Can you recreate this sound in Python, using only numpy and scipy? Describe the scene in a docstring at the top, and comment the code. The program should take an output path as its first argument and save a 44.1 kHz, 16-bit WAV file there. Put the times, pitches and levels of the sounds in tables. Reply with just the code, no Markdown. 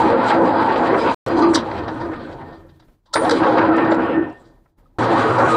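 """A metal lathe in a workshop, heard from beside the tool post. Its gears rattle in the cast headstock, the
sound cuts out for a tenth of a second, then levers chatter and knock and the gears coast to a halt. With a
clack they are thrown into reverse, whine up to speed, rasp and stop again; at 4.98 s the sound jumps straight
to the gears running at full speed, and the tool squeals. Random tooth impacts drive resonances of headstock,
casing and cover; noise bursts make the knocks."""
import sys
import numpy as np
from scipy import signal
from scipy.fft import rfft, irfft, next_fast_len
from scipy.io import wavfile
from scipy.ndimage import uniform_filter1d, minimum_filter1d

SR = 44100
rng = np.random.default_rng(int(sys.argv[2]) if len(sys.argv) > 2 else 0)


def generate_wav(signal):
    """Clip the signal to [-1, 1] and save it as 16-bit WAV at the path in sys.argv[1]."""
    frames = np.transpose(np.atleast_2d(signal))
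    scaled = np.clip(frames, -1, 1) * 32767
    pcm = np.round(scaled).astype(np.int16)
    wavfile.write(sys.argv[1], SR, pcm)


N = 245328

# What the levers ring with. Each row: pitch in Hz, relative level in dB, t60 in s.
LEVER = [(3410, 3, 0.0037), (3845, 8.5, 0.009), (4040, 2, 0.011), (4730, 12, 0.027), (4874, 0.5, 0.0091),
         (5470, -29, 0.029), (5800, -33, 0.03)]


def undb(db):
    """Decibels to gain."""
    return 10 ** (np.asarray(db) / 20)


def unit(x):
    """Scale to rms 1."""
    return x / np.sqrt(np.mean(x ** 2))


def colour(x, points):
    """Shape by a (Hz, dB) spectrum, silent outside it."""
    hz, db = np.transpose(points)
    size = next_fast_len(N)
    f = np.maximum(np.arange(size // 2 + 1) * SR / size, 1)
    gain = undb(np.interp(np.log(f), np.log(hz), db, -120, -120))
    return irfft(rfft(x, size) * gain, size)[:N]


def resonate(x, hz, width_hz):
    """One resonance, gain 1 at its centre."""
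    return signal.lfilter(*signal.iirpeak(hz, hz / width_hz, fs=SR), x)


def twice(x, hz, width_hz):
    """A resonance with steep skirts, rms 1."""
    return unit(resonate(resonate(x, hz, width_hz), hz, 3 * width_hz))


def ring(x, modes):
    """Excite (Hz, dB, t60 in s) modes; a shorter decay means a wider resonance."""
    return sum(undb(db) * resonate(x, hz, np.log(1000) / np.pi / t60) for hz, db, t60 in modes)


def walk(rate):
    """A random drift: levels held 1 / rate s and slewed twice; spread near 1."""
    k = int(SR / rate)
    steps = np.repeat(rng.standard_normal(N // k + 1), k)
    return 1.3 * uniform_filter1d(uniform_filter1d(steps, k), k)[:N]


def curves(tables):
    """Every column of a run of tables, one value a sample; a table holds its last value until the next begins."""
    t = np.arange(N) / SR
    out = np.zeros((len(tables[0][0]) - 1, N))
    for table in tables:
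        s, *columns = np.transpose(table)
        out[:, t >= s[0]] = [np.interp(t[t >= s[0]], s, c) for c in columns]
    return uniform_filter1d(out, size=int(.002 * SR))  # round the corners over 2 ms


def envelope(rise, t60):
    """A short rise, then a decay (both in ms)."""
    ms = np.arange(int(.4 * SR)) * 1000 / SR
    return np.minimum(ms / max(rise, .2), 1) * 1000. ** (-np.maximum(ms - rise, 0) / max(t60, 5))


def teeth(rate, spread_db, share):
    """Irregular tooth impacts (rate per s) of scattered size, a share of the power, over rubbing noise."""
    hit = rng.random(N) < rate / SR
    size = np.minimum(rng.exponential(size=N), 3.5)  # caps the hardest impact, in spreads
    clicks = hit * undb(spread_db * size) * rng.choice([-1, 1], N)
    return np.sqrt(share) * unit(clicks) + np.sqrt(1 - share) * rng.standard_normal(N)


def waver(hz, depth):
    """A steady sine, rms 1, whose pitch wanders by a share of itself."""
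    return np.sqrt(2) * np.sin(2 * np.pi * np.cumsum(hz * (1 + depth * walk(30))) / SR)


def tone(table, gain_db, waver_db, jitter):
    """A gliding, wavering, rough tone that fades in and out at the ends of its table."""
    s, hz, db = np.transpose(table)
    t = np.arange(N) / SR
    fade = np.clip(np.minimum(t - s[0], s[-1] - t) / 0.014, 0, 1)
    phase = 2 * np.pi * np.cumsum(np.interp(t, s, hz) * (1 + jitter * walk(130))) / SR
    level = undb(np.interp(t, s, db) + gain_db + waver_db * walk(80))
    return np.sqrt(2) * fade * level * np.sin(phase)


def slide(tables, width_hz):
    """A narrow band of noise whose centre and level move: slow noise carried by a gliding sine and cosine."""
    db, hz = curves(tables)
    slow = signal.lfilter(*signal.butter(2, width_hz / 2, fs=SR), rng.standard_normal((2, N)))
    phase = 2 * np.pi * np.cumsum(hz) / SR
    return undb(db) * unit(slow[0] * np.cos(phase) + slow[1] * np.sin(phase))


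def workshop():
    """Coloured noise as the workshop rumble, restless in level."""
    # Each row: frequency in Hz, relative level in dB per Hz.
    shop_colour = [(15, -11.5), (35, 10.5), (60, -5), (100, -6.5), (330, -13.5), (1000, -26), (3000, -38),
                   (8000, -44.5), (15600, -41.5)]
    # The rumble dips briefly in each pause. Each row: time in s, level in dB.
    shop_level = [
        [(0, -63), (1.3, -49.5), (2.5, -52.5), (2.95, -54.5), (3.02, -68.5), (3.07, -61), (4.6, -56),
         (4.7, -58), (4.765, -73.5), (4.785, -48), (4.82, -57.5), (4.92, -60), (5.56, -55)],
    ]
    rumble = unit(colour(rng.standard_normal(N), shop_colour))
    return undb(curves(shop_level)[0] + 2. * walk(50)) * rumble


def ping():
    """A small part chatters on after the clutch: close high modes, kept ringing by fading impacts."""
    start_s, level_db, t60_s = 3.152, -28, .32
    # Each row: pitch in Hz, relative level in dB, t60 in s.
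    ping_modes = [(9220, -9, .02), (9350, 0, .035), (9470, -6, .025)]
    t = np.arange(N) / SR - start_s
    ringing = ring(teeth(900., 2, .4), ping_modes)
    ringing = unit(colour(ringing, [(7500, -38.5), (8900, 6.5), (9700, -11.0), (10500, -49.5)]))
    fade = np.clip(t / .002, 0, 1) * 1000. ** (-np.maximum(t, 0) / t60_s)
    return undb(level_db) * ringing * fade


def notes():
    """Knocks and squeaks that each ring one note of the metal as narrow noise, and one click at a cut in the sound."""
    # Each row: start in s, level in dB, pitch in Hz, t60 in ms.
    note_rows = [(.99, -39, 4990, 220), (1.409, -17, 1172, 360), (1.54, -25, 5720, 115),
                 (1.555, -19, 1060, 150), (2.0, -30, 970, 340), (2.24, -38, 1580, 120),
                 (2.885, -69.5, 1540, 89), (3.056, -58, 1050, 640), (3.089, -66, 1030, 100),
                 (3.131, -20, 1323, 180), (3.153, -8, 605, 46), (3.157, -9.5, 3590, 17),
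                 (3.309, -10.5, 480, 145), (3.46, -21, 810, 230), (3.63, -12.5, 987, 88),
                 (3.691, -22.5, 1295, 360), (3.905, -51, 7350, 170), (3.915, -9.5, 547, 120),
                 (4.09, -13, 494, 150), (4.255, -30, 850, 72), (4.28, -38.5, 710, 280),
                 (4.3, -55, 2720, 170), (4.855, -55, 1245, 54), (5.375, -15, 945, 120),
                 (5.4, -22.5, 120, 400), (5.5, -42, 2340, 240), (5.535, -34, 3900, 200)]
    click_s, click_db = 1.2855, -22  # where the sound was cut and joined
    out = np.zeros(N + SR)
    for s, db, hz, t60 in note_rows:
        shape = envelope(.045 * t60, t60)
        note = twice(rng.standard_normal(len(shape)), hz, 30 + .02 * hz)  # high notes are wider
        out[int(s * SR):][:len(shape)] += undb(db) * shape * note
    out[int(click_s * SR)] += undb(click_db)  # one single sample
    return out[:N]


def knocks():
    """Levers, clutch and gear play: short noise scrapes ring the levers, thud in the casting and spit treble."""
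    # Each row: start in s, clack and thud level in dB (before trims), clack centre in Hz, t60 in ms.
    knock_rows = [(.295, -35.5, -13.5, 2556, 200), (.624, -36.5, -20, 3850, 37), (.68, -35, -19, 2610, 150),
                  (.755, -29.5, -18, 2510, 80), (.87, -43.5, -37.5, 6000, 30),
                  (0.937, -38, -16.5, 2200, 99), (1.361, -39, -39, 4470, 190), (1.389, -33, -33, 4100, 50),
                  (1.413, -39, -36.5, 4680, 150), (1.532, -31, -18, 5600, 75),
                  (1.543, -11, -24.5, 4850, 67), (1.553, -10.5, -14, 4580, 41),
                  (1.564, -23.5, -21, 3630, 130), (1.709, -38.5, -24.5, 3880, 71),
                  (1.777, -38.5, -31, 3860, 110), (1.875, -34.5, -25, 3600, 96),
                  (1.991, -42, -34.5, 4200, 250), (2.131, -47, -27.5, 3000, 64),
                  (2.324, -45.5, -41.5, 3880, 57), (2.407, -54, -38, 3430, 82),
                  (2.52, -52.5, -47, 3960, 140), (2.686, -55, -54, 3560, 100), (2.794, -51, -51, 4300, 73),
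                  (2.817, -61, -54.5, 3920, 100), (2.879, -70, -59, 2920, 83),
                  (3.055, -54.5, -59.5, 4270, 100), (3.091, -64, -62, 4020, 35),
                  (3.128, -28.5, -38, 4500, 82), (3.135, -12, -22.5, 5040, 57),
                  (3.152, -26, -12, 4160, 130), (3.242, -31, -23.5, 3730, 110),
                  (3.294, -16.5, -13.5, 4770, 25), (3.306, -16, -15, 4550, 70),
                  (3.425, -31, -21, 2570, 140), (3.46, -33.5, -26, 2600, 100),
                  (3.575, -27, -14.5, 2360, 120), (3.605, -33, -20.5, 2284, 110),
                  (3.761, -39.5, -35.5, 5250, 60), (3.775, -32.5, -15, 2614, 90),
                  (3.843, -36.5, -41.5, 3560, 68), (3.883, -63, -19, 3020, 43),
                  (3.913, -29, -17.5, 3620, 70), (3.942, -38.5, -25.5, 4950, 44),
                  (4.295, -53.5, -44, 4500, 50), (4.325, -70, -57, 6500, 30), (4.37, -60, -58, 2800, 40),
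                  (4.43, -59.5, -63.5, 4700, 297), (4.656, -84, -55.5, 2950, 46),
                  (4.782, -77, -60, 3520, 46), (4.803, -74.5, -63.5, 3490, 51),
                  (5.375, -31.5, -16.5, 4750, 160)]
    # What the casting thuds with. Each row: pitch in Hz, relative level in dB, t60 in s.
    thud_modes = [(632, -8.5, 0.048), (969, -2.5, 0.028), (1350, -4, 0.037), (1580, -9, 0.0084)]
    # The spat treble. Each row: frequency in Hz, relative level in dB per Hz.
    spit_colour = [(5500, -37.5), (6800, -2), (7800, -1.5), (9300, -9), (10300, -16.5), (12500, -31.5),
                   (15600, -33)]
    mid, low, top = np.zeros((3, N))
    for s, db, thud_db, hz, t60 in knock_rows:
        i = int(s * SR)
        shape = envelope(.09 * t60, t60)  # long scrapes start softly
        burst = shape * rng.standard_normal(len(shape))
        spit_db = db - 10.5 + 10.5 * (hz / 1000 - 5.5)  # brighter knocks spit more
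        mid[i:i + len(shape)] += undb(db) * resonate(resonate(burst, hz, 3000), hz, 3000)[:N - i]
        low[i:i + len(shape)] += undb(thud_db) * burst[:N - i]
        top[i:i + len(shape)] += undb(spit_db) * burst[:N - i]
    clack = undb(7.5) * mid + undb(-1.5) * ring(mid, LEVER)
    clack = colour(clack, [(1500, -38.0), (2100, -8.5), (2800, -3.0), (6200, -9.0), (8000, -28.0), (12000, -61.0)])
    thud = undb(8.0) * low + undb(15.5) * ring(low, thud_modes)
    thud = colour(thud, [(250, -40.5), (500, 3.5), (2000, -5.0), (2800, -19.0), (5000, -79.5)])
    return clack + thud + undb(13.5) * colour(top, spit_colour)


def whine():
    """Gear whine that climbs as the spindle picks up speed, a rough gliding sine."""
    # Each row: time in s, pitch in Hz, level in dB before a small trim.
    whine_glide = [(3.17, 420, -28), (3.2, 450, -20), (3.212, 500, -23), (3.222, 560, -18),
                   (3.235, 620, -21), (3.25, 700, -15), (3.27, 740, -18), (3.295, 790, -28)]
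    return tone(whine_glide, -1.5, 2., .04)


def squeal():
    """Tool tip squeal on entering the metal, a nearly steady sine."""
    # Each row: time in s, pitch in Hz, level in dB.
    squeal_glide = [(5.47, 1240, -36), (5.505, 1250, -20), (5.54, 1250, -17), (5.6, 1245, -15)]
    return tone(squeal_glide, 0, 1.5, .006)


def mesh():
    """A rough band of the gear mesh that slides and surges."""
    # Each row: time in s, level in dB, centre in Hz.
    mesh_band = [
        [(0.0, -12, 880.9), (0.03, -18, 878.3), (0.192, -26.5, 908.5), (0.246, -18, 918.6), (0.288, -21, 857.3),
         (0.326, -13, 878), (0.352, -25, 889.2), (0.424, -17.5, 885), (0.468, -22.5, 875), (0.692, -19, 886),
         (0.758, -27, 861.6), (0.796, -18, 850), (0.93, -34, 899), (0.954, -31, 904), (1.11, -18.5, 926.1),
         (1.14, -34, 960)],
        [(1.263, -37, 866.5), (1.355, -38, 909), (1.381, -24, 897.4), (1.417, -21.5, 914), (1.495, -25, 886.7),
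         (1.613, -41, 920.3), (1.681, -26, 870.5), (1.861, -39, 874.4), (1.893, -28.5, 879), (1.975, -42, 894),
         (2.021, -31.5, 939), (2.059, -46, 919), (2.239, -47, 862.2), (2.399, -41, 869.1), (3.019, -99, 883),
         (3.12, -52.5, 948.8)],
        [(3.155, -30, 915.4), (3.235, -32, 833), (3.301, -22, 867.4), (3.427, -43, 868), (3.467, -21, 849.6),
         (3.689, -31, 889), (3.941, -26.5, 832), (3.975, -39.5, 883), (4.173, -28, 862), (4.213, -55, 873),
         (4.273, -32.5, 909.4), (4.313, -60, 840), (4.737, -93, 858), (4.807, -76, 874.7), (4.929, -91.5, 850),
         (4.965, -61, 854.7)],
        [(4.985, -26, 857), (5.003, -24, 867), (5.093, -28.5, 847), (5.197, -25, 903), (5.219, -31, 886),
         (5.289, -23, 829.6), (5.323, -36, 853), (5.387, -20, 905), (5.495, -34, 896), (5.56, -28, 817)],
    ]
    return slide(mesh_band, 140)


def scrape():
    """A scrape slides upward in the first stretch; a rough squeal rises and sinks in the last."""
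    # Each row: time in s, level in dB, centre in Hz.
    scrape_band = [
        [(0, -120, 1900), (.83, -60, 1800), (.86, -36, 1850), (.93, -34, 2000), (.96, -44, 2050),
         (.99, -44, 2200), (1.01, -37, 2280), (1.03, -41, 2480), (1.06, -43, 2620), (1.1, -44, 2720),
         (1.14, -60, 2750)],
        [(1.2, -120, 1100)],
        [(4.985, -40, 1100), (5.15, -34, 1130), (5.2, -25, 1200), (5.25, -32, 1200), (5.33, -25, 1220),
         (5.4, -31, 1180), (5.47, -36, 1120), (5.51, -27, 1090), (5.56, -20, 1080)],
    ]
    return slide(scrape_band, 160)


def throb():
    """A flare and a slight dip that each return once a spindle turn, in dB."""
    turn_s, sharpness = .36, 6
    # Each row: time of one peak in s, height in dB at full throb share.
    flares = [(.29, 3), (0.429, -0.5)]
    t = np.arange(N) / SR
    return sum(db * np.exp(sharpness * (np.cos(2 * np.pi * (t - s) / turn_s) - 1)) for s, db in flares)


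def balance(gear_db):
    """Each layer's level: its share at full speed, shifted as the growl sinks, drifting alone."""
    # Running, coasting, reversing, then full speed again after a jump. Each row: start in s, then at full speed
    # the upper group, bed, # hum and grind in dB over the growl, levers in dB over the rattle, motor in dB over
    # the growl, throb share 0-1.
    full_speed = [
        [(0.00038, -7.5, -7, -22, -22, -6, -25.5, 0.89)],
        [(1.263, -8, -6.5, -15, -21.5, -11.5, -28, .1)],
        [(3.155, -7.5, -7, -19.5, -22.5, -6, -23.5, .1)],
        [(4.985, -5, -9, -21, -21, -6.5, -13.5, 0.22)],
    ]
    # One row: dB gained per dB the growl sinks, for upper group, bed, hum, grind, levers, motor.
    linger = (-0.11, 0.12, 0.5, -0.13, 0.074, 0.0069)
    *full_db, share = curves(full_speed)
    sunk_db = -18 - gear_db  # below the growl at full speed
    return [db + k * sunk_db + 1.1 * walk(14) for db, k in zip(full_db, linger)], share


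def strays(edges):
    """Sharp impacts coloured as the clutch's fine hiss, a rasp and a chattering lever."""
    # Far above the clatter, strongest while the clutch slips. Each row: time in s, level in dB.
    slip_level = [
        [(0, -81), (1.14, -80.5), (1.6, -92), (2.0, -95), (3.13, -120), (3.14, -66), (3.17, -60), (3.18, -70),
         (3.27, -64.5), (3.29, -64), (3.33, -65.5), (3.355, -72.5), (3.5, -83.5), (4.0, -92), (4.98, -120)],
        [(4.985, -81), (5.56, -72)],
    ]
    # Each row: frequency in Hz, relative level in dB per Hz.
    slip_colour = [(9500, -23.5), (10200, -3.5), (12000, -5.5), (15600, -14)]
    # Rises over the grind as the reverse run slows. Each row: time in s, level in dB.
    rasp_level = [
        [(0, -120), (3.95, -120), (4.02, -50), (4.12, -47.5), (4.2, -55), (4.27, -57), (4.33, -64), (4.38, -70),
         (4.4, -80), (4.5, -120)],
    ]
    # Before the drive is thrown out. 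Each row: time in s, level in dB.
    chatter_level = [
        [(0, -120), (1.27, -58.5), (1.31, -54), (1.35, -58), (1.385, -36), (1.405, -52), (1.425, -32),
         (1.45, -45), (1.475, -45.5), (1.5, -53), (1.53, -120)],
    ]
    # Stacked bands of the chatter. Each row: centre in Hz, width in Hz, relative level in dB.
    chatter_bands = [(3300, 200, -9), (4150, 190, 0), (4750, 190, -3), (6200, 500, -16)]
    slip = undb(curves(slip_level)[0]) * unit(colour(edges, slip_colour))
    rasp = undb(curves(rasp_level)[0]) * twice(edges, 2780, 850)
    chatter = sum(undb(db) * twice(edges, hz, w) for hz, w, db in chatter_bands)
    return slip + rasp + undb(curves(chatter_level)[0]) * chatter


def clatter(edges, rattle_db, grind_db, hiss_db, lever_db, flare_db):
    """Sharp impacts filtered into rattle, levers, grind and hiss, which flare with the spindle."""
    # Each row of these three: frequency in Hz, relative level in dB per Hz.
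    rattle_colour = [(2600, -37.5), (3100, 3), (3800, 0.5), (4350, 2.5), (4800, -16.5), (5300, -10),
                     (6200, -36), (7000, -46.5)]
    grind_colour = [(1600, -23.5), (2000, 0), (2500, -1.5), (3000, -8.5), (3500, -30)]
    hiss_colour = [(4500, -33.5), (5500, -4.5), (6500, -8), (7200, -7), (7800, -5.5), (8600, -13.5),
                   (9400, -10), (9900, -19.5), (10300, -26), (12500, -41.5), (15600, -46.5)]
    levers = unit(sum(undb(db + 2. * walk(30)) * twice(edges, hz, 260) for hz, db, _ in LEVER))
    rattle = unit(colour(edges, rattle_colour)) + undb(lever_db) * levers
    grind = unit(colour(edges * undb(1.5 * walk(23)), grind_colour))
    # each band of the hiss flickers alone
    bands_hz = (5400, 6100, 6900, 7700, 8600, 9500, 12000)
    bands = sum(undb(3.2 * walk(30)) * resonate(edges, hz, hz / 9) for hz in bands_hz)
    hiss = unit(colour(bands * undb(1.2 * walk(30)), hiss_colour))
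    out = undb(rattle_db + flare_db) * rattle
    out = out + undb(grind_db + 0.96 * flare_db) * grind
    return out + undb(hiss_db + 0.95 * flare_db) * hiss


def cover_plate(force):
    """The cover's thin note, struck and singing, which surges and fades through each run-down."""
    # Each row: time in s, level in dB before flutter.
    cover_level = [
        [(0, -54), (.33, -45), (.55, -54), (.97, -44), (1.14, -63)],
        [(1.263, -61), (1.66, -52), (1.74, -45), (1.82, -46), (1.95, -54), (2.07, -56), (2.14, -46),
         (2.21, -60), (2.3, -57), (2.4, -57), (2.45, -50), (2.49, -58), (2.53, -54), (2.62, -62), (2.75, -68),
         (2.8, -80), (3.12, -110)],
        [(3.155, -45), (3.5, -49.5), (3.7, -45), (3.78, -33), (3.835, -35), (3.865, -44), (3.9, -39),
         (4.03, -48), (4.058, -35), (4.092, -48), (4.15, -34), (4.182, -42), (4.203, -33), (4.225, -41),
         (4.25, -39), (4.29, -54), (4.33, -45), (4.37, -53), (4.4, -64), (4.48, -66), (4.57, -77), (4.7, -100),
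         (4.965, -100)],
        [(4.985, -44), (5.16, -39), (5.26, -54), (5.36, -38), (5.45, -50), (5.56, -50)],
    ]
    cover_hz, width_hz = 1812, 22
    note = unit(twice(force, cover_hz, width_hz) + undb(3) * waver(cover_hz, .003))
    return undb(curves(cover_level)[0] + 1.5 * walk(60)) * note


def casing_ring(force):
    """The casing half sings by itself: a wavering tone under its struck ring, in a skirt of broad growl."""
    # Each row: time in s, level in dB.
    casing_level = [
        [(0.0, -23.5), (0.184, -21), (0.254, -44), (0.364, -21.5), (0.72, -27.5), (0.738, -31.5), (0.974, -23),
         (1.14, -32)],
        [(1.263, -43), (1.3, -27), (1.39, -18.5), (1.5, -13), (1.54, -20.5), (1.59, -18.5), (1.62, -32.5),
         (1.75, -35), (1.85, -31), (2.0, -33.5), (2.11, -27), (2.17, -45.5), (2.25, -37), (2.42, -47.5),
         (2.55, -47.5), (2.72, -54.5), (3.05, -86), (3.12, -62.5)],
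        [(3.155, -32.5), (3.19, -25.5), (3.24, -31.5), (3.28, -24.5), (3.31, -23), (3.35, -17.5), (3.42, -23),
         (3.55, -24), (3.7, -18.5), (3.9, -22.5), (4.05, -24.5), (4.12, -28), (4.18, -18), (4.23, -28),
         (4.3, -36), (4.36, -56), (4.5, -56), (4.63, -75), (4.93, -82.5), (4.965, -64)],
        [(4.985, -22), (5.0, -25), (5.06, -28), (5.11, -19.5), (5.14, -22.5), (5.17, -25), (5.24, -24),
         (5.32, -30.5), (5.45, -26), (5.56, -23)],
    ]
    casing_hz, width_hz = 325, 22
    sing = undb(-.4 + 1.8 * walk(40)) * waver(casing_hz, 0.03112)
    casing = unit(twice(force, casing_hz, width_hz) + sing)
    casing = casing + undb(-1) * twice(force, 318.7, 54.6)
    return undb(curves(casing_level)[0]) * casing


def headstock(force, upper_db, bed_db, hum_db, motor_db):
    """Gear growl: tooth impacts ring the headstock and bed, over noise bands for hum and motor."""
    # Lower group, upper group and bed. 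Each row: pitch in Hz, width in Hz, relative level in dB.
    head_modes = [(386.7, 42, 2.5), (460.5, 58, 3), (520, 74, 3.5), (693, 40, -6.5), (759, 220, 3.5),
                  (929.5, 140, -6)]
    upper_modes = [(1118, 23, 1.5), (1221, 83, 4.5), (1360, 48, 1.5), (1446, 120, 3.5), (1560, 130, -14.5),
                   (1809, 75, -6), (2060, 2300, -10)]
    bed_modes = [(193.8, 100, -6), (270.6, 70, 6)]
    # Each row: frequency in Hz, relative level in dB per Hz.
    hum_colour = [(12, -50), (20, -8), (54, -7), (85, 7), (120, 4), (162, 1.5), (200, -9), (260, -32),
                  (440, -120)]

    def body(modes):
        """Resonances that flicker alone as the load shifts between teeth."""
        return unit(sum(undb(db + 2.0 * walk(30)) * twice(force, hz, w) for hz, w, db in modes))

    noise = rng.standard_normal(N)
    hum = unit(colour(noise, hum_colour))
    motor = twice(noise, 114, 16)
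    growl = body(head_modes) + undb(upper_db) * body(upper_modes) + undb(bed_db) * body(bed_modes)
    return growl + undb(hum_db) * hum + undb(motor_db) * motor


def drive():
    """Soft tooth impacts shake headstock, casing and cover; a denser, sharper series makes the clatter."""
    # Load on the gear train. Each row: time in s, gear growl, edge rattle and metal hiss in dB (before flares).
    load = [
        [(0, -15, -41.5, -50), (.15, -15.5, -42.5, -60.5), (.3, -16.5, -39.5, -51.5), (.43, -15.5, -44, -54),
         (.52, -17.5, -45, -61), (.66, -17.5, -43, -53), (.74, -17, -44.5, -58.5), (.78, -17.5, -46, -55),
         (.9, -16.5, -42.5, -59.5), (.96, -15.5, -44.5, -54.5), (1.01, -20, -44, -53),
         (1.09, -15.5, -44, -57.5), (1.14, -25, -47, -53.5)],
        [(1.263, -21.5, -47, -50), (1.29, -20.5, -46.5, -55), (1.35, -21.5, -48.5, -63), (1.4, -19, -45, -47),
         (1.45, -20, -52, -63), (1.585, -22.5, -41, -45.5), (1.62, -26, -50, -60.5), (1.85, -27, -49.5, -63),
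         (2.1, -30, -59, -67.5), (2.17, -32, -55.5, -67.5), (2.46, -38, -63.5, -75.5), (2.55, -43, -64, -77),
         (2.68, -51.5, -81.5, -80.5), (2.8, -67, -77.5, -89.5), (3.03, -96, -100, -100),
         (3.12, -79.5, -76, -99.5)],
        [(3.155, -28, -54, -56), (3.23, -21, -47, -50.5), (3.27, -15.5, -47, -53.5), (3.3, -18.5, -41, -46.5),
         (3.45, -16.5, -41.5, -55), (3.7, -16.5, -46.5, -60.5), (3.95, -18, -51, -67),
         (4.07, -20.5, -53.5, -62), (4.19, -24.5, -65.5, -71.5), (4.29, -32, -71.5, -70), (4.38, -48, -70, -73),
         (4.48, -52, -75.5, -74.5), (4.62, -66, -95, -95), (4.76, -80, -99, -99), (4.8, -61.5, -82, -88.5),
         (4.965, -73, -99, -99)],
        [(4.985, -18, -41, -46), (5.1, -16.5, -39.5, -51), (5.3, -16.5, -43, -51), (5.47, -16, -45, -47),
         (5.5, -18.5, -43, -46), (5.56, -17, -44, -48.5)],
    ]
    # Soft oiled contact between teeth. 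Each row: frequency in Hz, relative level in dB.
    contact = [(60, -27.5), (150, 16), (1800, 10), (2600, 3), (4000, -58.5)]
    gear_db, rattle_db, hiss_db = curves(load)
    (upper_db, bed_db, hum_db, grind_db, lever_db, motor_db), share = balance(gear_db)
    force = colour(teeth(700., 2.36, 0.46) * undb(0.83 * walk(30)), contact)
    edges = teeth(1400.0, 3.9, 0.18) * undb(2.5 * walk(35))
    growl = undb(gear_db) * headstock(force, upper_db, bed_db, hum_db, motor_db)
    sharp = clatter(edges, rattle_db, gear_db + grind_db, hiss_db, lever_db, share * throb())
    return growl + casing_ring(force) + cover_plate(force) + sharp + strays(edges) + mesh() + scrape()


def scene():
    """The quiet workshop, knocks, tones and the machine."""
    details = ping() + notes() + knocks() + whine() + squeal()
    return (workshop() + details + drive())[None]


def record(dry):
    """A look-ahead limiter holds the peaks, the sound is cut hard to its stretches, then the top is removed."""
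    # Each row: start and end of a heard stretch in s; silence lies between.
    heard = [(0, 1.145), (1.263, 4.984), (4.985, 5.56)]
    limit, window_s, top_hz = .63, .012, 15700
    k = int(window_s * SR)
    gain = np.minimum(1, limit / (np.abs(dry) + 1e-9))
    gain = uniform_filter1d(minimum_filter1d(gain, k), k)
    t = np.arange(N) / SR
    on = sum((t >= a) & (t < b) for a, b in heard) + (t >= heard[-1][1])  # the last runs to the end
    low_pass = signal.ellip(8, .2, 70, top_hz, fs=SR, output="sos")
    return signal.sosfilt(low_pass, dry * gain * on)


dry = scene()
out = record(dry)
generate_wav(out)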